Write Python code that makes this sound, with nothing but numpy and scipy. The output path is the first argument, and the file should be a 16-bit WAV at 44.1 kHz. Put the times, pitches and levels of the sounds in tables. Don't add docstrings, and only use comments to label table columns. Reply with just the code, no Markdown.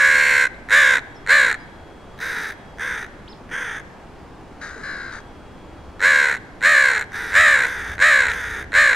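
import sys
import numpy as np
from scipy import signal
from scipy.io import wavfile
from scipy.ndimage import uniform_filter1d

SR = 44100
rng = np.random.default_rng(int(sys.argv[2]) if len(sys.argv) > 2 else 0)


def unload_wav(signal):
    wavfile.write(
        sys.argv[1],
        SR,
        np.round(np.clip(np.atleast_2d(signal).T, -1, 1) * 32767).astype(np.int16),
    )


N = 394694

# frequency in Hz, relative level in dB per Hz.
TRAFFIC_COLOUR = [(20, -0.5), (59, -9), (290, -8.), (550, -13), (812, -13), (1460, -20.5), (3360, -32.5),
                  (9000, -44.5), (15600, -59)]
# frequency in Hz, likeness from 0 to 1.
LEFT_RIGHT_LIKENESS = [(60, 0.89), (380, 0.81), (2380, 0.89), (15000, 0.07)]
# time in seconds, level in dB.
WHINE_LEVEL = [(.95, -80), (1.1, -62.5), (2.8, -64), (3.6, -78), (5.0, -75), (5.2, -63), (6.6, -70)]
# time in seconds, level in dB.
WIND_LEVEL = [(5.0, -52.5), (5.9, -47), (6.6, -64), (7.4, -38), (7.65, -50), (7.9, -37), (8.199, -46),
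              (8.45, -38.5), (8.95, -49)]
# time in seconds, pitch in Hz, level in dB.
CHIRPS = [
    [(1.148, 6300, -64), (1.165, 5200, -52), (1.2, 5360, -72)],
    [(1.585, 4950, -66), (1.615, 4950, -57), (1.64, 4770, -68)],
    [(3.275, 2180, -38), (3.29, 5200, -51.5), (3.322, 5220, -50), (3.338, 2660, -47)],
]
# time in seconds, peak level in dB, pitch in Hz.
TAPS = [(.546, -43, 3900), (4.762, -35, 450)]
# centre in Hz, width in Hz before WIDENING, level in dB.
# and those after it shift with the neck and partly with the beak.
NEAR_THROAT = [(1.092, 367, -16.5), (1.935, 807, -23.5), (1617, 249, 0.5), (2116, 378, -9.),
               (4116, 297, -16.5), (3180, 1330, -31), (5750, 450, -28.5), (6875, 436, -25),
               (8190, 720, -29.5), (10700, 2500, -43.5)]
FAR_THROAT = [(0.91, 69, -14.5), (2, 540, -19.5), (1623, 243, 2), (2070, 385, -8), (3855, 294, -13.5),
              (6300, 400, -19), (4670, 1000, -28.5), (9150, 470, -24.5), (10400, 5100, -39)]
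LEFT_THROAT = [(0.92, 81, -7.5), (2.21, 170, -6), (1510, 280, 8), (2060, 390, -9), (4090, 240, -6.5),
               (5140, 230, -11), (6600, 830, -19), (10500, 2400, -33)]
BREATH = {"clear": .14, "strained": .2, "hoarse": .34, "rasp": .55}
# bird, kind of voice, start in seconds, length in seconds, peak effort in dB,
# effort sag in dB, top and last pitch in Hz between the two sides, settled throbs per second before slowing,
# basic throb depth from 0 to 1, neck factor on the upper resonances, change of the seventh and top
# resonances in dB, change of the fifth in dB, beak opening at the start, late in the caw and at the end.
CAWS = [ ("near", "strained", -.129, .612, -13, -1.35, 552, 500, 78.0, 0.51, 0.99, 1, -4, 0.94, 1.08, 1.0),
        ("near", "clear", 0.686, .32, -9.5, -8.5, 585, 478, 69.0, 0.33, 1.027, 2.3, 3.7, 0.94, 0.89, 0.94),
        ("near", "clear", 1.264, .3, -9.5, -13, 590, 465, 64.2, 0.42, 1.02, -1, 2.9, 1.006, 0.97, 1.0),
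        ("far", "hoarse", 2.178, .365, -26, -4.5, 520, 400, 62.0, 0.23, 0.99, 4.7, 0.1, 1, 0.98, 1),
        ("far", "hoarse", 2.772, .3, -25, -6.5, 525, 410, 62.0, .25, 1, -1.5, -1, 0.91, 0.93, 0.98),
        ("far", "hoarse", 3.49, .33, -26.5, -5.5, 530, 395, 62.0, 0.19, 1.04, -5, 0.1, 0.84, 0.88, 0.91),
        ("left", "rasp", 4.602, 0.12, -33.5, -0.83, 600, 690, 65.0, 0.25, 0.94, 5.1, -1.5, 0.98, 0.93, 0.86),
        ("left", "hoarse", 4.685, 0.184, -39.5, -0.92, 370, 455, 60.0, 0.43, 0.98, 6.2, 0.1, 0.95, 0.97, 1.0),
        ("left", "strained", 4.82, .345, -30.5, -8, 565, 480, 68.0, 0.29, 0.98, -1, 0.75, 1, 0.97, 0.97),
        ("left", "rasp", 5.108, 0.11, -35, -1.8, 430, 465, 56, 0.26, 0.93, 5, -1.6, 0.88, 0.92, .95),
        ("near", "clear", 5.995, 0.39, -11.5, -10.5, 560, 472, 76.3, 0.54, 0.99, -0.62, 0.1, 0.99, 0.99, 1),
        ("near", "clear", 6.606, .444, -10.5, -12.5, 615, 458, 70.0, 0.48, 1, -1.4, 0.1, 0.99, 1.008, 1),
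        ("far", "hoarse", 7.107, 0.31, -28, -2.4, 465, 430, 69, 0.31, 0.97, 3.6, -1, 0.97, 0.97, 0.86),
        ("near", "clear", 7.321, 0.38, -9, -14, 648, 470, 68.9, 0.34, 1.024, -2.7, 0.1, 0.95, 0.96, 0.99),
        ("far", "hoarse", 7.59, .385, -27.5, -4, 520, 390, 62.0, 0.2, 1.02, 1.1, -1.5, 0.93, 0.93, 0.94),
        ("near", "clear", 7.981, 0.38, -10, -14, 626, 452, 67.8, 0.4, 1.0, -2.4, 0.1, 0.98, 0.98, 0.96),
        ("far", "hoarse", 8.26, .39, -27.5, -2.6, 512, 415, 68, 0.14, 1.04, 1.4, -0.5, 0.88, 0.95, 0.94),
        ("near", "clear", 8.72, .3, -9.5, -14, 618, 455, 60.7, 0.35, 1.0, -3, 0.11, 0.99, 0.99, .98), ]

TRAFFIC_DB, WHINE_HZ = -41, 3300
ATTACK_DB, RELEASE_DB, RELEASE_S = -22, -14, 0.058
SAG_CURVE = 1.96
TOP_S, ONSET_DROP = .092, .27
CLIMB_CURVE, FALL_CURVE = 1.5, .8
SETTLE_S, SLOWING_PER_S2 = .0742, 18.3
BURST_LEAD = 0.202
TWIN = .45
BREAK_DB, BREAK_SPAN_DB = 5.0, 3.0
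BREAK_DROP = .035
ONSET_SNAP, TAIL_SNAP = 2.5, 1.5
BEAK_LATE = 0.67
TREBLE_FOLLOW = 0.42
WIDE_BEAK_DB = 59
STRAINED_CHEST_DB = -2.5
WIDENING = 1.9
EDGE_HZ = 15720


def gain_of(db):
    return 10 ** (np.asarray(db) / 20)


def evened(x):
    return x / np.sqrt(np.mean(x ** 2) + 1e-20)


def read(points, hz):
    f, value = np.transpose(points)
    return np.interp(np.log(hz + 1), np.log(f + 1), value)


def add(mix, s, sound):
    at = round(s * SR)
    part = mix[max(at, 0):][:len(sound) + min(at, 0)]
    part += sound[max(-at, 0):][:len(part)]


def drift(size, smooth_s):
    span = int(smooth_s * SR) + 1
    once = uniform_filter1d(rng.standard_normal(size), span)
    return evened(uniform_filter1d(once, span))


def resonate(x, hz, width):
    turn = np.exp(2j * np.pi * np.cumsum(hz * np.ones(len(x))) / SR)
    r = np.exp(-np.pi * width / SR)
    return 2 * (turn * signal.lfilter([1 - r], [1, -r], x / turn)).real


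def echoes(x, t60, start_s):
    size = SR // 20
    taps = np.zeros((2, 20 * size))
    at = 20 * np.arange(size) + rng.integers(0, 20, (2, size))
    np.put_along_axis(taps, at, rng.choice([-1., 1.], at.shape), 1)
    t = np.arange(20 * size) / SR
    taps *= gain_of(-60 * t / t60) * (t > start_s)
    taps = signal.lfilter([1], [1, -.6], taps)
    return signal.fftconvolve(x[None], taps / np.linalg.norm(taps[0]), axes=1)[:, :N]


def traffic():
    frames, hz = N // 256 + 5, np.fft.rfftfreq(1024, 1 / SR)
    a, b, c, d, patches = rng.standard_normal((frames, 513, 5)).T
    patches = evened(uniform_filter1d(uniform_filter1d(patches, 10, 0), 20, 1))
    same = np.clip(read(LEFT_RIGHT_LIKENESS, hz), -1, 1)[:, None]
    left = a + 1j * b
    right = same * left + np.sqrt(1 - same ** 2) * (c + 1j * d)
    spectra = np.array([left, right]) * gain_of(read(TRAFFIC_COLOUR, hz)[:, None] + 0.74 * patches)
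    noise = signal.istft(spectra, nperseg=1024, noverlap=768)[1][:, :N]
    return gain_of(TRAFFIC_DB) * evened(noise)


def whine():
    t = np.arange(N) / SR
    level_db = np.interp(t, *np.transpose(WHINE_LEVEL)) + 0.94 * drift(N, 0.019)
    return np.sqrt(2) * gain_of(level_db) * np.sin(2 * np.pi * WHINE_HZ * t)


def wind():
    rumble = resonate(resonate(rng.standard_normal(N), 67.0, 44), 67.0, 44)
    lumps_db = 3.5 * drift(N, 0.0088)
    level_db = np.interp(np.arange(N) / SR, *np.transpose(WIND_LEVEL))
    return evened(rumble * gain_of(lumps_db)) * gain_of(level_db)


def songbirds_and_taps():
    out = np.zeros(N)
    for rows in CHIRPS:
        s, hz, db = np.transpose(rows)
        t = np.arange(s[0], s[-1], 1 / SR)
        glide = uniform_filter1d(np.interp(t, s, hz), size=500, mode="nearest")
        tone = np.sin(2 * np.pi * np.cumsum(glide) / SR)
        level = np.sqrt(2) * gain_of(np.interp(t, s, db))
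        add(out, s[0], level * tone * signal.windows.tukey(len(t), .15))
    for s, db, hz in TAPS:
        cycles = np.arange(1500) * hz / SR
        add(out, s, gain_of(db - 0.91 * cycles) * np.sin(2 * np.pi * cycles))
    return out + gain_of(-10) * echoes(out, t60=0.32, start_s=0.0115)


def through_throat(body, rasp, throat, hz, opening, neck, upper_db, fifth_db, chest_db):
    upper = neck * (1 + TREBLE_FOLLOW * (opening - 1))
    factors = [hz, hz, 1, 1, opening] + [upper] * len(throat)
    bands = []
    for k, ((centre, width, db), factor) in enumerate(zip(throat, factors)):
        f, w = centre * factor, WIDENING * width
        band = resonate(resonate(body if k < 3 else rasp, f, w), f, w)
        bands.append((-1) ** k * gain_of(db) * band)
    wide = gain_of(WIDE_BEAK_DB * np.maximum(opening - 1, 0))
    bands[2] = bands[2] / wide
    bands[3] = bands[3] * wide
    for k, db in [(0, chest_db), (1, chest_db), (4, fifth_db), (6, upper_db), (-1, upper_db)]:
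        bands[k] = bands[k] * gain_of(db)
    return bands


def caw(throat, length, peak_db, sag_db, top_hz, last_hz, settled, depth, neck, upper_db, fifth_db, *beak,
        rough, attack_s, first_throbs, jitter, swing_hz, climbs=1, chest_db=0):
    t = np.arange(0, length, 1 / SR)
    sagged_db = sag_db * (t / length) ** SAG_CURVE
    attack_db = ATTACK_DB * np.maximum(1 - t / attack_s, 0) ** 2
    release_db = RELEASE_DB * np.maximum(1 - (length - t) / RELEASE_S, 0) ** 2
    effort_db = peak_db + attack_db + sagged_db + release_db
    slack = np.clip((effort_db.max() - effort_db) / 13, 0, 1)
    broken = np.clip((-sagged_db - BREAK_DB) / BREAK_SPAN_DB, 0, 1)

    climb = 1 - climbs * ONSET_DROP * np.maximum(1 - t / TOP_S, 0) ** CLIMB_CURVE
    fall = np.maximum((t - TOP_S) / max(length - TOP_S, .05), 0) ** FALL_CURVE
    hz = top_hz * climb + (last_hz - top_hz) * fall
    hz = uniform_filter1d(hz * (1 - BREAK_DROP * broken), 1300, mode="nearest")
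    hz = hz * (1 + .008 * drift(len(t), .02))

    rate = settled - SLOWING_PER_S2 * t + (first_throbs - settled) * np.exp(-(t / SETTLE_S) ** 2)
    throbs = np.cumsum(rate) / SR - BURST_LEAD
    throbs = throbs + (.018 + .05 * slack + .1 * broken) * drift(len(t), .005)
    wave = np.cos(2 * np.pi * throbs)

    pair = 1 + min(TWIN, 1) * np.exp(2j * np.pi * throbs)
    swing = swing_hz * np.cos(2 * np.pi * throbs + 0.9)
    shake = jitter * (1 + 2 * slack + 5 * broken) * hz * drift(len(t), 0.0016)
    turns = np.cumsum(hz - TWIN * rate / 2 + swing + shake) / SR
    turns = turns + np.angle(pair) / (2 * np.pi)
    pulses = sum(np.cos(2 * np.pi * k * turns) for k in range(1, 26))
    puffs = (.12 + np.exp(-(turns % 1) / .22)) * rng.standard_normal(len(t))

    share = np.clip(rough + .25 * slack + .15 * broken + [[0], [.14]], 0, 1)
    effort = gain_of(effort_db + drift(len(t), .002))
    source = effort * ((1 - share) * evened(pulses) + share * evened(puffs))

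    snap_rate = np.where(t < attack_s, ONSET_SNAP, TAIL_SNAP) * slack ** 2
    snap = uniform_filter1d(np.exp(-snap_rate * ((throbs + BURST_LEAD) % 1)), 30)
    body_depth = np.clip(depth + .5 * slack - 0.55 * broken, 0, 1)
    rasp_depth = np.clip(0.64 * depth + 0.056 * slack, 0, 1)
    throbbing = [snap * (1 - body_depth * (1 - wave) / 2), snap ** 2 * (1 - rasp_depth * (1 - wave) / 2)]
    body, rasp = (v * g / np.sqrt(uniform_filter1d(g ** 2, 900)) for v, g in zip(source, throbbing))

    opening = np.interp(t / length, [0, BEAK_LATE, 1], beak)
    bands = through_throat(body, rasp, throat, hz, opening, neck, upper_db, fifth_db, chest_db)
    scale = np.sqrt(np.mean(gain_of(effort_db) ** 2) / np.mean(sum(bands[:4]) ** 2))
    fade_out = np.minimum(1, np.arange(len(t))[::-1] / 300)
    return scale * sum(bands) * fade_out


def crows():
    near, far, left = np.zeros((3, N))
    near_voice = dict(attack_s=0.061, first_throbs=104.3, jitter=.008, swing_hz=24.05)
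    far_voice = dict(attack_s=.055, first_throbs=90, jitter=.02, swing_hz=30.1)
    left_voice = dict(attack_s=0.021, first_throbs=70, jitter=0.008, swing_hz=21.2, climbs=0)
    birds = {"near": (near, NEAR_THROAT, near_voice),
             "far": (far, FAR_THROAT, far_voice),
             "left": (left, LEFT_THROAT, left_voice)}
    for bird, kind, start, *row in CAWS:
        mix, throat, voice = birds[bird]
        chest_db = STRAINED_CHEST_DB if kind == "strained" else 0
        add(mix, start, caw(throat, *row, rough=BREATH[kind], chest_db=chest_db, **voice))
    turn_db = np.where(np.arange(N) < 1.1 * SR, 1.6, .6)
    direct = near * gain_of([-turn_db / 2, turn_db / 2]) + far * gain_of([[-.3], [.3]])
    direct += np.array([left * gain_of(2.0), np.roll(left, 2) * gain_of(-2.0)])
    to_echo = gain_of(-27.5) * near + gain_of(-20.0) * (far + left)
    return direct + echoes(to_echo, t60=1.0, start_s=0.012)


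def scene():
    return crows() + songbirds_and_taps() + traffic() + whine() + wind()


def record(dry):
    housing = np.convolve(rng.standard_normal(400) * np.exp(-np.arange(400) / 130), [1, -1])
    scatter = gain_of(-10) * signal.oaconvolve(dry.mean(0), housing / np.linalg.norm(housing))[:N]
    ports = .95 * np.tanh((dry + np.array([scatter, -scatter])) / .95)
    band_limit = signal.firwin(1023, EDGE_HZ, window=("kaiser", 9), fs=SR)
    return signal.oaconvolve(ports, band_limit[None], "same")


dry = scene()
out = record(dry)
unload_wav(out)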